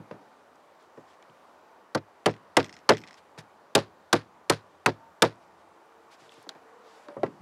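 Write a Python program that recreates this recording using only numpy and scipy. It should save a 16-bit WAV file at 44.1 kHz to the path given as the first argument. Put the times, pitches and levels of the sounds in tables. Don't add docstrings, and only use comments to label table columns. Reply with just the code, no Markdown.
import sys
import numpy as np
from scipy import signal
from scipy.io import wavfile

SR = 44100
rng = np.random.default_rng(int(sys.argv[2]) if len(sys.argv) > 2 else 0)


def gain_from_db(level_db):
    decades = np.asarray(level_db, float) / 20
    return 10 ** decades


def wav_record(signal):
    frames = np.transpose(np.atleast_2d(signal))
    bounded = np.clip(frames, -1, 1)
    quanta = np.round(bounded * 32767).astype(np.int16)
    wavfile.write(sys.argv[1], SR, quanta)


N = 326781
RAIL = .38

# start in seconds, peak in dB, nail ring in Hz, brightness in dB per octave,
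# echo tail in dB.
BLOWS = [
    (1.948, -20.5, 4560, -0.5, -27),
    (2.259, -9.5, 3150, -1.5, -22),
    (2.568, -6, 3025, -0.5, -19.5),
    (2.891, -1, 4503, -2, -26.5),
    (3.751, -6, 3600, 2.5, -13),
    (4.128, -9.5, 4560, 2, -12.5),
    (4.497, -10.5, 3310, 3.5, -11.5),
    (4.86, -9, 2584, 1, -17.5),
    (5.221, -4, 3576, 2, -16),
]


def rms_one(x):
    return x / np.sqrt(np.mean(x ** 2) + 1e-20)


def at_hz(points, hz):
    table_hz, values = np.transpose(points)
    return np.interp(np.log(hz), np.log(table_hz), values)


def drift(rate_hz):
    knots = rng.standard_normal(400)
    return np.interp(np.arange(N) / SR * rate_hz, np.arange(400), knots)


def ring(clicks, hz, t60_s):
    r, w = gain_from_db(-60 / (t60_s * SR)), 2 * np.pi * hz / SR
    return signal.lfilter([0, np.sin(w)], [1, -2 * r * np.cos(w), r * r], clicks + 1e-18)


def bands(size, low_hz=30, step_octaves=.5):
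    white = rng.standard_normal((2, size))
    edges_hz = low_hz * 2 ** np.arange(0, np.log2(19000 / low_hz), step_octaves)
    for k, (a, b) in enumerate(zip(edges_hz, edges_hz[1:])):
        band = signal.butter(2, [a, b], "band", fs=SR, output="sos")
        yield np.sqrt(a * b), signal.sosfilt(band, white[k % 2])


def highpass(x, order, hz):
    return signal.sosfilt(signal.butter(order, hz, "high", fs=SR, output="sos"), x)


def add(out, x, start_s):
    i = round(start_s * SR)
    x, i = x[max(-i, 0):], max(i, 0)
    out[i:i + len(x)] += x[:N - i]


def stroke(start_s, length_s, rise, fall_db):
    t = (np.arange(N) / SR - start_s) / length_s
    press = np.clip(t / rise, 0, 1)
    release = np.clip((1 - t) * length_s / 0.028, 0, 1)
    return press * release * gain_from_db(-fall_db * np.clip(t - rise, 0, 1))


def traffic():
    # Hz, dB per Hz.
    colour = [(18, -82), (30, -60.5), (70, -33.5), (86, -13), (121, -26), (184, -11.5), (266, -9.5),
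              (336, -7), (526, -4), (760, -3), (962, -2), (1070, -4), (2480, -21), (5900, -29),
              (16000, -42.5)]
    # time in seconds, level in dB.
    swell_db = [(0.0, -55.5), (0.6, -57.5), (1.53, -56), (2.0, -58), (2.81, -56.5), (3.82, -58),
                (5.94, -57), (6.97, -54.5), (7.41, -56)]
    # start in seconds, length in seconds, pitch in Hz,
    # glide in Hz per second, level in dB.
    whines = [
        (5.85, .27, 457, -8.5, -65),
        (6.22, .2, 455, -8, -64),
        (6.432, .1, 449, -0.5, -60),
        (6.57, 0.44, 453, -20, -62.5),
        (6.71, .18, 474, 150, -60),
        (5.4, .75, 336, 5, -70),
        (4.969, 0.16, 895, 150, -59),
        (7.06, .1, 582, 20.5, -49.5),
        (7.181, 0.059, 592, 60.5, -48.5),
    ]
    calm_db, stirred_db, stirred_t60_s = -80, -70, 1.6
    t, hum, rumble = np.arange(N) / SR, 0, 0
    for hz, noise in bands(N, step_octaves=1 / 3):
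        noise = gain_from_db(at_hz(colour, hz) + 1.1 * drift(8.0)) * noise
        if hz > 200:
            hum = hum + noise
        else:
            rumble = rumble + noise
    rumble_level = gain_from_db(calm_db)
    for s, db, *_ in BLOWS:
        decay_db = 60 * np.abs(t - s) / stirred_t60_s
        rumble_level = rumble_level + (t > s) * gain_from_db(min(db + 10, 0) + stirred_db - decay_db)
    hum_level = gain_from_db(np.interp(t, *np.transpose(swell_db)) - 0.13)
    out = hum_level * rms_one(hum) + rumble_level * rms_one(rumble)
    for s, length_s, hz, glide, db in whines:
        pitch_hz = hz + glide * (t - s) + 3.0 * drift(20.0)
        level = stroke(s, length_s, .2, 0) * gain_from_db(db + 3 + 1.5 * drift(15.0))
        out += level * np.sin(2 * np.pi * np.cumsum(pitch_hz) / SR)
    return out


def brushing():
    # start in seconds, length in seconds, level in dB.
    strokes = [(0.78, 0.11, -76.5), (0.967, 0.064, -76), (1.06, .11, -73), (3.125, 0.065, -76),
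               (3.166, 0.046, -63.5), (3.378, 0.041, -51), (5.4, .08, -79), (5.57, .07, -75.5),
               (6.103, 0.065, -63), (6.175, 0.12, -66.5), (6.275, 0.19, -66.5), (6.82, 0.26, -69.5)]
    # Hz, dB per Hz.
    colour = [(1180, 3), (2000, -1), (2760, -6), (3460, -1.5), (6790, -10), (8670, -13), (15000, -49)]
    level = sum(gain_from_db(db) * stroke(s, length_s, rise=0.27, fall_db=5) for s, length_s, db in strokes)
    noise = 0
    for hz, x in bands(N, low_hz=1400):
        noise = noise + gain_from_db(at_hz(colour, hz) + 1.5 * drift(25.0)) * x
    return gain_from_db(6.0) * level * gain_from_db(2.0 * drift(65.0)) * rms_one(noise)


def ticks():
    # start in seconds, peak in dB, resonance in Hz.
    snaps = [(0.557, -57, 6050), (1.225, -52, 6500), (1.226, -47, 2480), (1.298, -54, 3000),
             (5.357, -58, 7000), (5.69, -64, 8300), (5.858, -62.5, 8450), (6.293, -42, 3440),
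             (6.319, -54, 8800), (6.321, -43, 2760), (6.341, -54, 8200), (6.427, -53, 9500),
             (6.4917, -25.5, 3740), (6.4914, -27, 5140), (6.4995, -43, 4200), (6.492, -33.5, 1870),
             (7.085, -40, 1250), (7.0852, -48, 4000), (0.112, -45, 2500), (0.113, -52, 4300),
             (7.2326, -12, 650), (7.2328, -36, 3600), (7.167, -30, 560), (6.467, -44, 900),
             (0.826, -60, 8500), (6.4935, -44, 7600)]
    out = np.zeros(N)
    for s, db, hz in snaps:
        snap = rng.standard_normal(600) * np.exp(-np.arange(600) / 70.0)
        once = ring(np.diff(snap), hz, 4.8 / hz)
        twice = ring(once, hz, 4.8 / hz)
        add(out, gain_from_db(db) * twice / np.abs(twice).max(), s)
    return highpass(out, 2, 200)


def loose_nail():
    # start in seconds, level in dB, share on the head in dB against the flat.
    hops = [(2.302, -48, -9), (2.307, -46, -15), (2.311, -46, -19), (2.331, -49, -18), (2.339, -48, -21),
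            (2.3641, -49.5, -21), (2.6284, -38, -15), (2.6436, -35.5, -10.5), (2.6624, -47, -12),
            (2.684, -54, -9), (2.6939, -43, -12), (2.727, -45, -7.5), (2.740, -46, -10),
            (2.7661, -44.5, -13), (2.7891, -51, -12), (2.936, -32, -18), (2.949, -37, -21),
            (2.9696, -33.5, -15), (2.9816, -41, -14), (3.0034, -59, -2), (3.016, -46, -15),
            (3.037, -39, -17), (3.0674, -49, -15), (3.0744, -47, -10), (3.0797, -50, -19),
            (3.0845, -47, -20), (3.1088, -45.5, -13), (3.129, -50.5, -9), (3.142, -51, -9)]
    # Hz, dB, t60 in seconds.
    flat_modes = [(1970, 0.0, .008), (2530, -3.0, .007), (3300, -4.0, .006), (4200, -5.0, .004),
                  (1500, -6.0, .006)]
    # Hz, dB, t60 in seconds.
    head_modes = [(5280, 0.0, .007), (5900, -5.0, .004), (6800, -7.0, .004), (8110, -10.0, .005),
                  (10000, -18.0, .002)]
    # start in seconds, level in dB.
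    chimes = [
        (2.629, -72),
        (2.645, -76),
        (2.970, -71),
        (2.983, -76),
    ]
    rock_s, rock_loss_db = .0095, 16
    n = np.arange(900)
    out, scuff = np.zeros(N), np.exp(-n / 50) + .2 * np.exp(-n / 450)
    s, flat_db, lean_db = np.transpose(hops)
    s = np.r_[s, s + rock_s * rng.uniform(.7, 1.3, len(s))]
    flat_db = np.r_[flat_db, flat_db - rock_loss_db]
    head_db = flat_db + np.r_[lean_db, lean_db + 4]
    for modes, db in ((flat_modes, flat_db - 13), (head_modes, head_db - 4.4)):
        for hz, mode_db, t60_s in modes:
            clicks = np.zeros(N)
            clicks[(s * SR).astype(int)] = gain_from_db(db + mode_db)
            force = signal.oaconvolve(clicks, scuff)[:N] * rng.standard_normal(N)
            out += ring(force, hz, t60_s)
    out = signal.sosfilt(signal.butter(2, [1500, 9500], "band", fs=SR, output="sos"), out)
    click = 1. 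* (np.arange(9000) == 0)
    for s, db in chimes:
        add(out, gain_from_db(db) * ring(click, 12250, .22), s)
    return out


def strike(peak_db, ring_hz, tilt_db, boom_db, tail_db,
           rise_s, hold_s, life, sheet_db, ring_db, slap_db):
    # Hz, dB per Hz.
    crack_colour = [(150, 3), (300, 4.5), (800, 1), (1700, -0.5), (3000, -13), (4700, -7), (6500, -20),
                    (10000, -16.5), (16000, -39)]
    # Hz, t60 in seconds.
    crack_t60 = [(150, 0.21), (500, 0.089), (1500, 0.014), (5000, 0.023), (12000, 0.013)]
    # Hz, dB.
    echo_colour = [(150, 0.5), (300, 0), (1500, 0), (2400, -0.5), (3500, 5), (5000, -7.5), (8000, -2.5),
                   (12000, -11.5)]
    # Hz, t60 in seconds.
    echo_t60 = [(150, 0.9), (500, 0.27), (1500, 0.23), (4000, 0.22), (8000, 0.19), (12000, .07)]
    # Hz, dB, t60 in seconds.
    sheet_modes = [(310, 2.0, .09), (350, 1.0, .09), (410, -3.0, .09), (466, -1.0, .09), (510, -4.0, .08),
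                   (556, 0.0, .09), (630, -6.0, .08), (709, -6.0, .08), (790, -9.0, .07), (883, -8.0, .07),
                   (1016, -7.0, .07), (1150, -11.0, .06), (1300, -11.0, .06), (1559, -12.0, .05),
                   (1882, -13.0, .05), (185, -1.0, .12), (218, -1.0, .11), (260, -1.0, .11)]
    # Hz, dB, t60 in seconds, sign.
    boom_modes = [(108, -3.0, .19, 1), (150, -5.0, .13, -1), (66, -12.0, .2, 1)]
    boom_lag_s, wall_s, wall_db = .0032, .032, -21
    t = np.arange(int(.45 * SR)) / SR
    click, crack = 1. * (t == 0), 0
    after = np.maximum(t - hold_s, 0)
    wall = gain_from_db(wall_db) * np.exp(-((t - wall_s) / .009) ** 2)
    patter = np.repeat(rng.standard_normal(len(t) // 100 + 1), 100)[:len(t)]
    debris = gain_from_db(2.5 * patter)
    for hz, noise in bands(len(t), low_hz=111.8):
        fading = gain_from_db(tail_db - 60 * t / life / at_hz(echo_t60, hz))
        echo = gain_from_db(at_hz(echo_colour, hz)) * (fading + wall * (1500 < hz < 6000))
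        direct = gain_from_db(-60 * after / life / at_hz(crack_t60, hz))
        dying = direct + echo * (debris if hz > 1500 else 1)
        crack = crack + gain_from_db(at_hz(crack_colour, hz) + tilt_db * np.log2(hz / 1000)) * noise * dying
    crack = crack / np.abs(crack).max() * (1 - np.exp(-t / rise_s))

    shake = rng.standard_normal((len(sheet_modes), len(t)))
    shake = shake * np.exp(-after / .007) / np.sqrt(hold_s * SR + 90)
    shake = shake * np.minimum(t / hold_s, 1)
    load = 1 + .03 * rng.standard_normal(2)
    sheet = 0
    for (hz, db, t60_s), force in zip(sheet_modes, shake):
        sheet = sheet + gain_from_db(db) * ring(force, hz * load[0], t60_s * life)

    late = np.roll(click, round(boom_lag_s * SR))
    boom = sum(sign * gain_from_db(db) * ring(late, hz * load[1], t60_s) for hz, db, t60_s, sign in boom_modes)
    boom = boom * (1 - np.exp(-(t / .011) ** 2))

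    touch = gain_from_db(ring_db) * ring(click, ring_hz, 0.024) - gain_from_db(slap_db) * ring(click, 440, 0.0036)
    return gain_from_db(peak_db) * (crack + gain_from_db(sheet_db) * sheet + touch) + RAIL * gain_from_db(boom_db + 8.0) * boom


def taps():
    # start in seconds, peak in dB, brightness in dB per octave, boom in dB over the
    # rail, echo tail in dB.
    contacts = [(-0.012, -34, -10, -14, -6), (0.11, -30, -5.5, -17.5, -4), (0.974, -36.5, -6, -26, -24),
                (3.377, -37.5, -0.5, -15.5, 3.5), (6.374, -48, -19, -32, -14), (6.467, -41, -4.5, -45, -2),
                (6.491, -39.5, 0, -47, -6), (6.550, -43.5, -2.5, -37, -2), (7.084, -35, -2.5, -40, -7),
                (7.167, -28, -15, -14.5, -3), (7.2323, -15, -6.0, -9, -19),
                (7.398, -48.5, -12.5, -16.5, -6.5), (6.215, -49, -19, -33, -6), (1.29, -51, -19, -32, -10)]
    out = np.zeros(N)
    for s, db, tilt_db, boom_db, tail_db in contacts:
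        tap = strike(db, 1500, tilt_db, boom_db, tail_db, rise_s=0.00024, hold_s=0.00041, life=0.84,
                     sheet_db=-10, ring_db=-34.0, slap_db=-2.0)
        add(out, tap, s)
    return out * np.minimum(np.arange(N) / 130, 1)


def hammer():
    out = np.zeros(N)
    for s, db, ring_hz, tilt_db, tail_db in BLOWS:
        boom_db = min(8.0 + .22 * db, 18.5 + db)
        blow = strike(db + 5, ring_hz, tilt_db, boom_db, tail_db, rise_s=0.0006, hold_s=.0055, life=0.79,
                      sheet_db=-3.5, ring_db=-13, slap_db=-21.5)
        add(out, blow, s)
    return out


def capsule(pressure):
    held = np.clip(pressure, -RAIL * 1.15, RAIL)
    held = highpass(highpass(held, 2, 290), 1, 290)
    return signal.sosfilt(signal.butter(2, 11000, fs=SR, output="sos"), held)


def scene():
    quiet = loose_nail() + ticks() + brushing() + traffic()
    return (capsule(hammer() + taps()) + quiet)[None]


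def low_pass(x):
    return signal.sosfilt(signal.butter(12, 16830, fs=SR, output="sos"), x)


def record(dry):
    top_cut = signal.cheby2(12, 60, 17000, fs=SR, output="sos")
    mix = signal.sosfilt(top_cut, np.clip(dry, -.72, .72))
    return low_pass(mix)


dry = scene()
out = record(dry)
wav_record(out)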